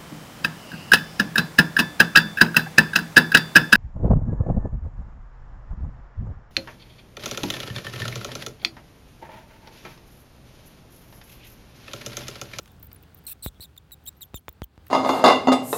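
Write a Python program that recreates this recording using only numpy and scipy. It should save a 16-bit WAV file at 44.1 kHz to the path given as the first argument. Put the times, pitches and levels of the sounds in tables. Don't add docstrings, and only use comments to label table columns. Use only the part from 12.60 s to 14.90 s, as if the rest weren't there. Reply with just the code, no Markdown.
import sys
import numpy as np
from scipy import signal
from scipy.fft import rfft, irfft
from scipy.io import wavfile

SR = 44100
rng = np.random.default_rng(int(sys.argv[2]) if len(sys.argv) > 2 else 0)


def dump(signal):
    limited = np.clip(np.atleast_2d(signal).T, -1, 1)
    pcm = np.round(limited * 32767).astype(np.int16)
    wavfile.write(sys.argv[1], SR, pcm)


N = 101429

# f/Hz, relative level/dB
RASP_COLOUR = [(1000, -13.5), (2000, -12.5), (2800, -12), (4200, -4), (4950, -18.5), (5600, -8.5),
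               (6600, -21.5), (7900, 0), (9300, -4.5), (10700, 0), (12200, -8), (14000, 6.5), (15800, -0.5),
               (17000, -37)]
FADE_S = 0.00189
JITTER_HZ, WOBBLE_HZ = 670, 172


def squeak(length, from_hz, to_hz, db, octave_db, treble_db, rough, swell_db):
    # f/Hz, gain/dB
    throat = [(7500, -29), (9500, -9.5), (10500, -19.5), (12000, -7), (13200, -16), (14500, -3),
              (15600, -11), (17000, -40)]
    progress, fade = note_shape(length)
    n = len(progress)
    glide = from_hz + (to_hz - from_hz) * progress ** 0.745
    arch = np.sqrt(fade * np.sin(np.pi * progress).clip(0)) - np.pi / 4
    jitter = 0.06 * rough * drift(JITTER_HZ, n)
    wobble = 0.05 * np.sqrt(rough) * drift(WOBBLE_HZ, n)
    hz = glide * (1 + 0.019 * arch) * (1 + jitter + wobble)
    core = tone(hz) + amp(octave_db) * tone(2 * hz)
    overtones = sum(gain_at(throat, k * hz) * (k * hz < SR / 2) * tone(k * hz) for k in range(3, 7))
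    thirds = [k / 3 for k in range(2, 15) if k % 3]
    split = sum(gain_at(RASP_COLOUR, k * hz) * drift(WOBBLE_HZ, n) * tone(k * hz) for k in thirds)
    rasp = amp(2) * noise(RASP_COLOUR, n) + 0.44 * split
    treble = np.sqrt(1 - rough ** 2) * overtones + (rough + 0.05) * rasp
    flutter = unit(amp(1.5 * np.sqrt(rough) * drift(rate_hz=350, size=n)))
    loudness = amp(db + swell_db * (progress - 0.5)) * fade * flutter
    return loudness * (core + amp(treble_db) * treble)


def chirp(length, end_hz, db, top_hz=16200):
    n = round(length * SR)
    progress = np.linspace(0, 1, n)
    hz = end_hz + (top_hz - end_hz) * (1 - progress) ** 2.1
    sweep = tone(hz * (1 + 0.021 * drift(JITTER_HZ, n)))
    fade = np.sin(np.pi * progress ** 0.62) ** 2
    return amp(db) * fade * (sweep + amp(-15) * noise(RASP_COLOUR, n))


def whistle(length, ends_hz, low_hz, db):
    progress, fade = note_shape(length)
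    hz = low_hz + (ends_hz - low_hz) * (2 * progress - 1) ** 2
    return amp(db) * fade * tone(hz * (1 + 0.025 * drift(JITTER_HZ, len(hz))))


def scratch(decay_s, db):
    # f/Hz, relative level/dB
    claw_colour = [(300, -27), (1200, 12), (2600, 8), (5000, 2), (8000, -5.5), (12000, 0), (16000, -12.5)]
    t = np.arange(0, 2 * decay_s, 1 / SR)
    return amp(db) * np.exp(-2 * t / decay_s) * noise(claw_colour, len(t))


def gap_echo(sound, echo_db=-23, ring_s=0.053):
    t = np.arange(SR // 10) / SR
    tail = rng.standard_normal(len(t)) * die_away(t, ring_s)
    return sound + amp(echo_db) * signal.fftconvolve(sound, tail / np.linalg.norm(tail))[:N]


def knocks(bass_cut_hz=52.5, top_hz=4270, clack_s=1.8829):
    # t/s, level/dB, push (+1) or pull (-1)
    jolts = [(.7565, -46, 1), (.8623, -16.5, 1), (0.9986, -35, 1), (1.7368, -39.5, -1), (1.7433, -22.5, 1),
             (1.8827, -21, 1), (1.88295, -19, -1), (1.8836, -30, 1), (1.8844, -32.5, 1), (1.898, -47, 1),
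             (2.0195, -19, -1), (2.1781, -34.5, 1)]
    # f/Hz, level/dB, time to fall by 60 dB/s
    clack_tones = [(1560, -42.5, 0.023), (2630, -67, 0.027), (3520, -32, 0.0091)]
    steps = np.zeros(N)
    for start, db, direction in jolts:
        add(steps, start, np.full(N, amp(db) * direction))
    thumps = signal.sosfilt(signal.butter(6, bass_cut_hz, "high", fs=SR, output="sos"), steps)
    thumps = signal.sosfilt(signal.butter(1, top_hz, fs=SR, output="sos"), thumps)
    t = np.arange(SR // 10) / SR
    for hz, db, ring_s in clack_tones:
        add(thumps, clack_s, amp(db) * die_away(t, ring_s) * np.sin(2 * np.pi * hz * t))
    return thumps


def peep(length, hz, db):
    arch = np.sin(np.pi * np.linspace(0, 1, round(length * SR)))
    bend = 1 + 0.049 * (arch - 1) + 0.053 * drift(JITTER_HZ, len(arch))
    return amp(db) * arch * tone(hz * bend)


def background(hum_hz=74.8, hum_db=-58.5):
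    # f/Hz, relative level/dB
    colour = [(20, -73), (32, -20), (48, 1.5), (65, -3), (100, -1.5), (150, -3), (220, -9.5), (320, -11),
              (520, -16.5), (680, -19), (800, -16), (1050, -21), (1500, -20.5), (2000, -26), (3400, -27),
              (5700, -33.5), (8400, -36.5), (13800, -37.5), (15500, -35), (17000, -27.5)]
    # t/s, low/dB, middle/dB, high/dB
    band_levels = [(0, -56, -60, -59.5), (.28, -52, -61, -67.5), (.45, -54, -60.5, -65.5),
                   (.62, -53.5, -59.5, -65), (.78, -59, -64.5, -68), (1.0, -56, -64, -66.5),
                   (1.2, -58.5, -65.5, -71), (1.5, -57, -63, -67), (1.7, -61, -65, -70.5),
                   (1.83, -61, -70.5, -72.5), (1.99, -58, -63.5, -70.5), (2.075, -63.5, -71.5, -79.5),
                   (2.15, -63.5, -65.5, -73), (2.25, -54, -61.5, -68), (2.3, -60, -63.5, -62.5)]
    edges_hz = (0, 300, 5000, SR)
    times, *levels = np.transpose(band_levels)
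    gains = [amp(np.interp(np.arange(N) / SR, times, db)) for db in levels]
    bands = sum(gain * noise(colour, N, lo, hi) for gain, lo, hi in zip(gains, edges_hz, edges_hz[1:]))
    hum = tone(hum_hz * (1 + 0.0713 * drift(rate_hz=13.6, size=N)))
    return bands + amp(hum_db) * unit(gains[0]) * hum


def amp(db):
    return 10 ** (np.asarray(db) / 20)


def unit(x):
    return x / np.sqrt(np.mean(x ** 2) + 1e-20)


def gain_at(colour, hz):
    points_hz, db = np.transpose(colour)
    return amp(np.interp(np.log(hz + 1), np.log(points_hz + 1), db))


def add(mix, start_s, sound):
    part = mix[max(round(start_s * SR), 0):][:len(sound)]
    part += sound[:len(part)]


def noise(colour, size, lo_hz=0, hi_hz=SR):
    span = max(size, 4096)
    hz = np.fft.rfftfreq(span, 1 / SR)
    spectrum = rfft(rng.standard_normal(span)) * gain_at(colour, hz)
    return unit(irfft(spectrum * (hz >= lo_hz) * (hz < hi_hz), span))[:size]


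def drift(rate_hz, size):
    span = max(size, 8192)
    hz = np.fft.rfftfreq(span, 1 / SR)
    spectrum = rfft(rng.standard_normal(span)) * np.exp(-(hz / rate_hz) ** 2)
    return unit(irfft(spectrum, span))[:size]


def note_shape(length):
    t = np.arange(0, length + FADE_S, 1 / SR)
    edge = np.clip(np.minimum(t, t[-1] - t) / FADE_S, 0, 1)
    return t / t[-1], np.sin(np.pi / 2 * edge)


def die_away(t, ring_s):
    return np.exp(-np.log(1000) * t / ring_s)


def tone(hz):
    return np.sqrt(2) * np.sin(2 * np.pi * np.cumsum(hz) / SR)


def scene(ticks_per_s=51):
    # t/s, length/s, start f/Hz, end f/Hz,
    # level/dB, octave gain/dB, treble gain/dB, roughness (0-1), swell over the note/dB
    squeaks = [ (0.667, 0.012, 4300, 3910, -43.5, 5, 9, 0.17, -8),
               (0.679, 0.03, 4190, 3670, -55, -11.5, 13.5, 0.77, -5),
               (0.709, 0.013, 2650, 2570, -51.5, -13, 24, 0.07, 3),
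               (0.723, 0.009, 3540, 3480, -56, -14, 20, 0.35, -4),
               (0.8244, 0.0087, 4370, 3860, -47.5, 7, 5, 0.18, 11),
               (0.8347, 0.011, 4240, 3970, -46.5, -9, 5, 0.65, -8),
               (0.846, 0.031, 4010, 3530, -48, -15, 9, 0.45, -10),
               (0.868, 0.012, 4080, 3940, -46.5, 1, -7, 0.17, 4),
               (0.881, 0.0098, 3600, 3780, -46.5, -8, -2, 0.6, -11),
               (1.0065, 0.013, 3800, 4370, -44.5, -5, 0.5, 0.24, -3),
               (1.020, .026, 3950, 4124, -46.5, -17, -2, 0.83, -4),
               (1.046, .013, 3680, 3550, -51, -7, -2, 0.4, -3),
               (1.1772, 0.0068, 3646, 3590, -45, -8, -1, 0.23, -7),
               (1.3189, .025, 3950, 3730, -50, -4, 9.5, 0.06, -9),
               (1.4623, 0.0047, 3430, 3200, -48, -12, -1, 0.5, 11),
               (1.473, 0.019, 3850, 3850, -43, 2.5, 9.5, 0.14, -0.5),
               (1.617, .016, 3960, 3670, -44.5, -3, 1, 0.29, -4.5),
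               (1.632, 0.009, 3420, 3150, -50.5, -11, -2, 0.42, 5),
               (1.745, .028, 3650, 3570, -47.5, 0, 1.5, 0.2, -1.5),
               (1.774, 0.01, 3060, 3000, -52, -11, -1.5, 0.5, -13),
               (1.889, 0.0031, 4000, 3170, -50.5, 0, -2, 0.02, -8),
               (2.0325, 0.011, 3355, 3004, -50, -9.5, 1.5, 0.26, -5)]
    # t/s, length/s, end f/Hz, level/dB
    chirps = [(.031, 0.0033, 11100, -50), (.1175, 0.0043, 11800, -53), (.197, .005, 11700, -53.5),
              (.227, 0.008, 13800, -43), (.229, 0.008, 11700, -42.5), (.239, 0.019, 13700, -49),
              (.257, .004, 14500, -49), (.2675, 0.0074, 12500, -46.5), (.3295, 0.0038, 11900, -37.5),
              (.345, 0.0085, 14000, -48), (.426, 0.0082, 13700, -50), (.5455, .007, 13800, -43),
              (.571, 0.0056, 10900, -55), (.578, 0.0039, 10000, -52), (.586, 0.0074, 11500, -52),
              (.594, 0.0036, 11500, -60), (.639, .004, 12000, -55), (.646, .004, 12100, -58),
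              (.653, 0.0026, 11300, -46), (.8385, 0.0085, 15100, -37), (1.076, .005, 15200, -73),
              (1.161, .006, 14800, -63), (1.439, .004, 11000, -58), (1.457, .005, 15000, -49),
              (1.629, .005, 14700, -34), (1.7555, 0.0058, 14800, -40), (1.7605, 0.0053, 14700, -33.5),
              (1.8893, 0.0066, 15400, -36), (1.926, 0.0075, 14800, -50), (2.0412, 0.0047, 14400, -34),
              (2.266, 0.0046, 10800, -49), (2.282, 0.003, 14200, -42)]
    # t/s, length/s, f at both ends/Hz, lowest f/Hz, level/dB
    whistles = [(.359, 0.0075, 10900, 10200, -54), (1.455, 0.022, 16300, 13100, -50),
                (1.567, 0.017, 14200, 12700, -63), (1.607, 0.017, 13100, 12100, -47.5),
                (1.640, 0.019, 13100, 11900, -55.5), (1.778, 0.018, 13600, 10300, -58)]
    # t/s, decay/s, level/dB
    scratches = [(.0585, 0.0028, -44.5), (.077, 0.0087, -49.5), (.227, 0.014, -53), (.316, 0.01, -48),
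                 (.362, .005, -52.5), (.4355, .003, -48.5), (.9455, .002, -57), (.9985, 0.0051, -50),
                 (1.166, 0.0036, -50), (1.3105, 0.0022, -49.5), (1.364, .002, -67), (1.528, .002, -56),
                 (1.550, 0.003, -67), (1.610, 0.00091, -43.5), (1.7432, 0.0041, -39), (1.9135, 0.0017, -56),
                 (2.0185, 0.0039, -48.5), (2.024, .002, -54), (2.268, 0.015, -52.5)]
    # t/s, length/s, f/Hz, level/dB
    peeps = [(.07, 0.062, 3580, -67), (.945, 0.044, 3480, -67)]
    mix, backdrop = np.zeros(N), background()
    for start, *row in squeaks:
        add(mix, start - FADE_S / 2, squeak(*row))
    for table, source in ((chirps, chirp), (whistles, whistle), (scratches, scratch), (peeps, peep)):
        for start, *row in table:
            add(mix, start, source(*row))
    mix = gap_echo(mix)
    for when, softness in rng.random((round(ticks_per_s * N / SR), 2)):
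        add(mix, when * N / SR, scratch(decay_s=0.0017, db=-73.5 - 5 * np.log(softness + 0.02)))
    return (mix + knocks() + backdrop)[None]


def record(dry, cut_hz=16350):
    low_pass = signal.firwin(255, cut_hz, window=("kaiser", 8), fs=SR)
    return signal.oaconvolve(dry, low_pass[None], "same")


dry = scene()
out = record(dry)
dump(out)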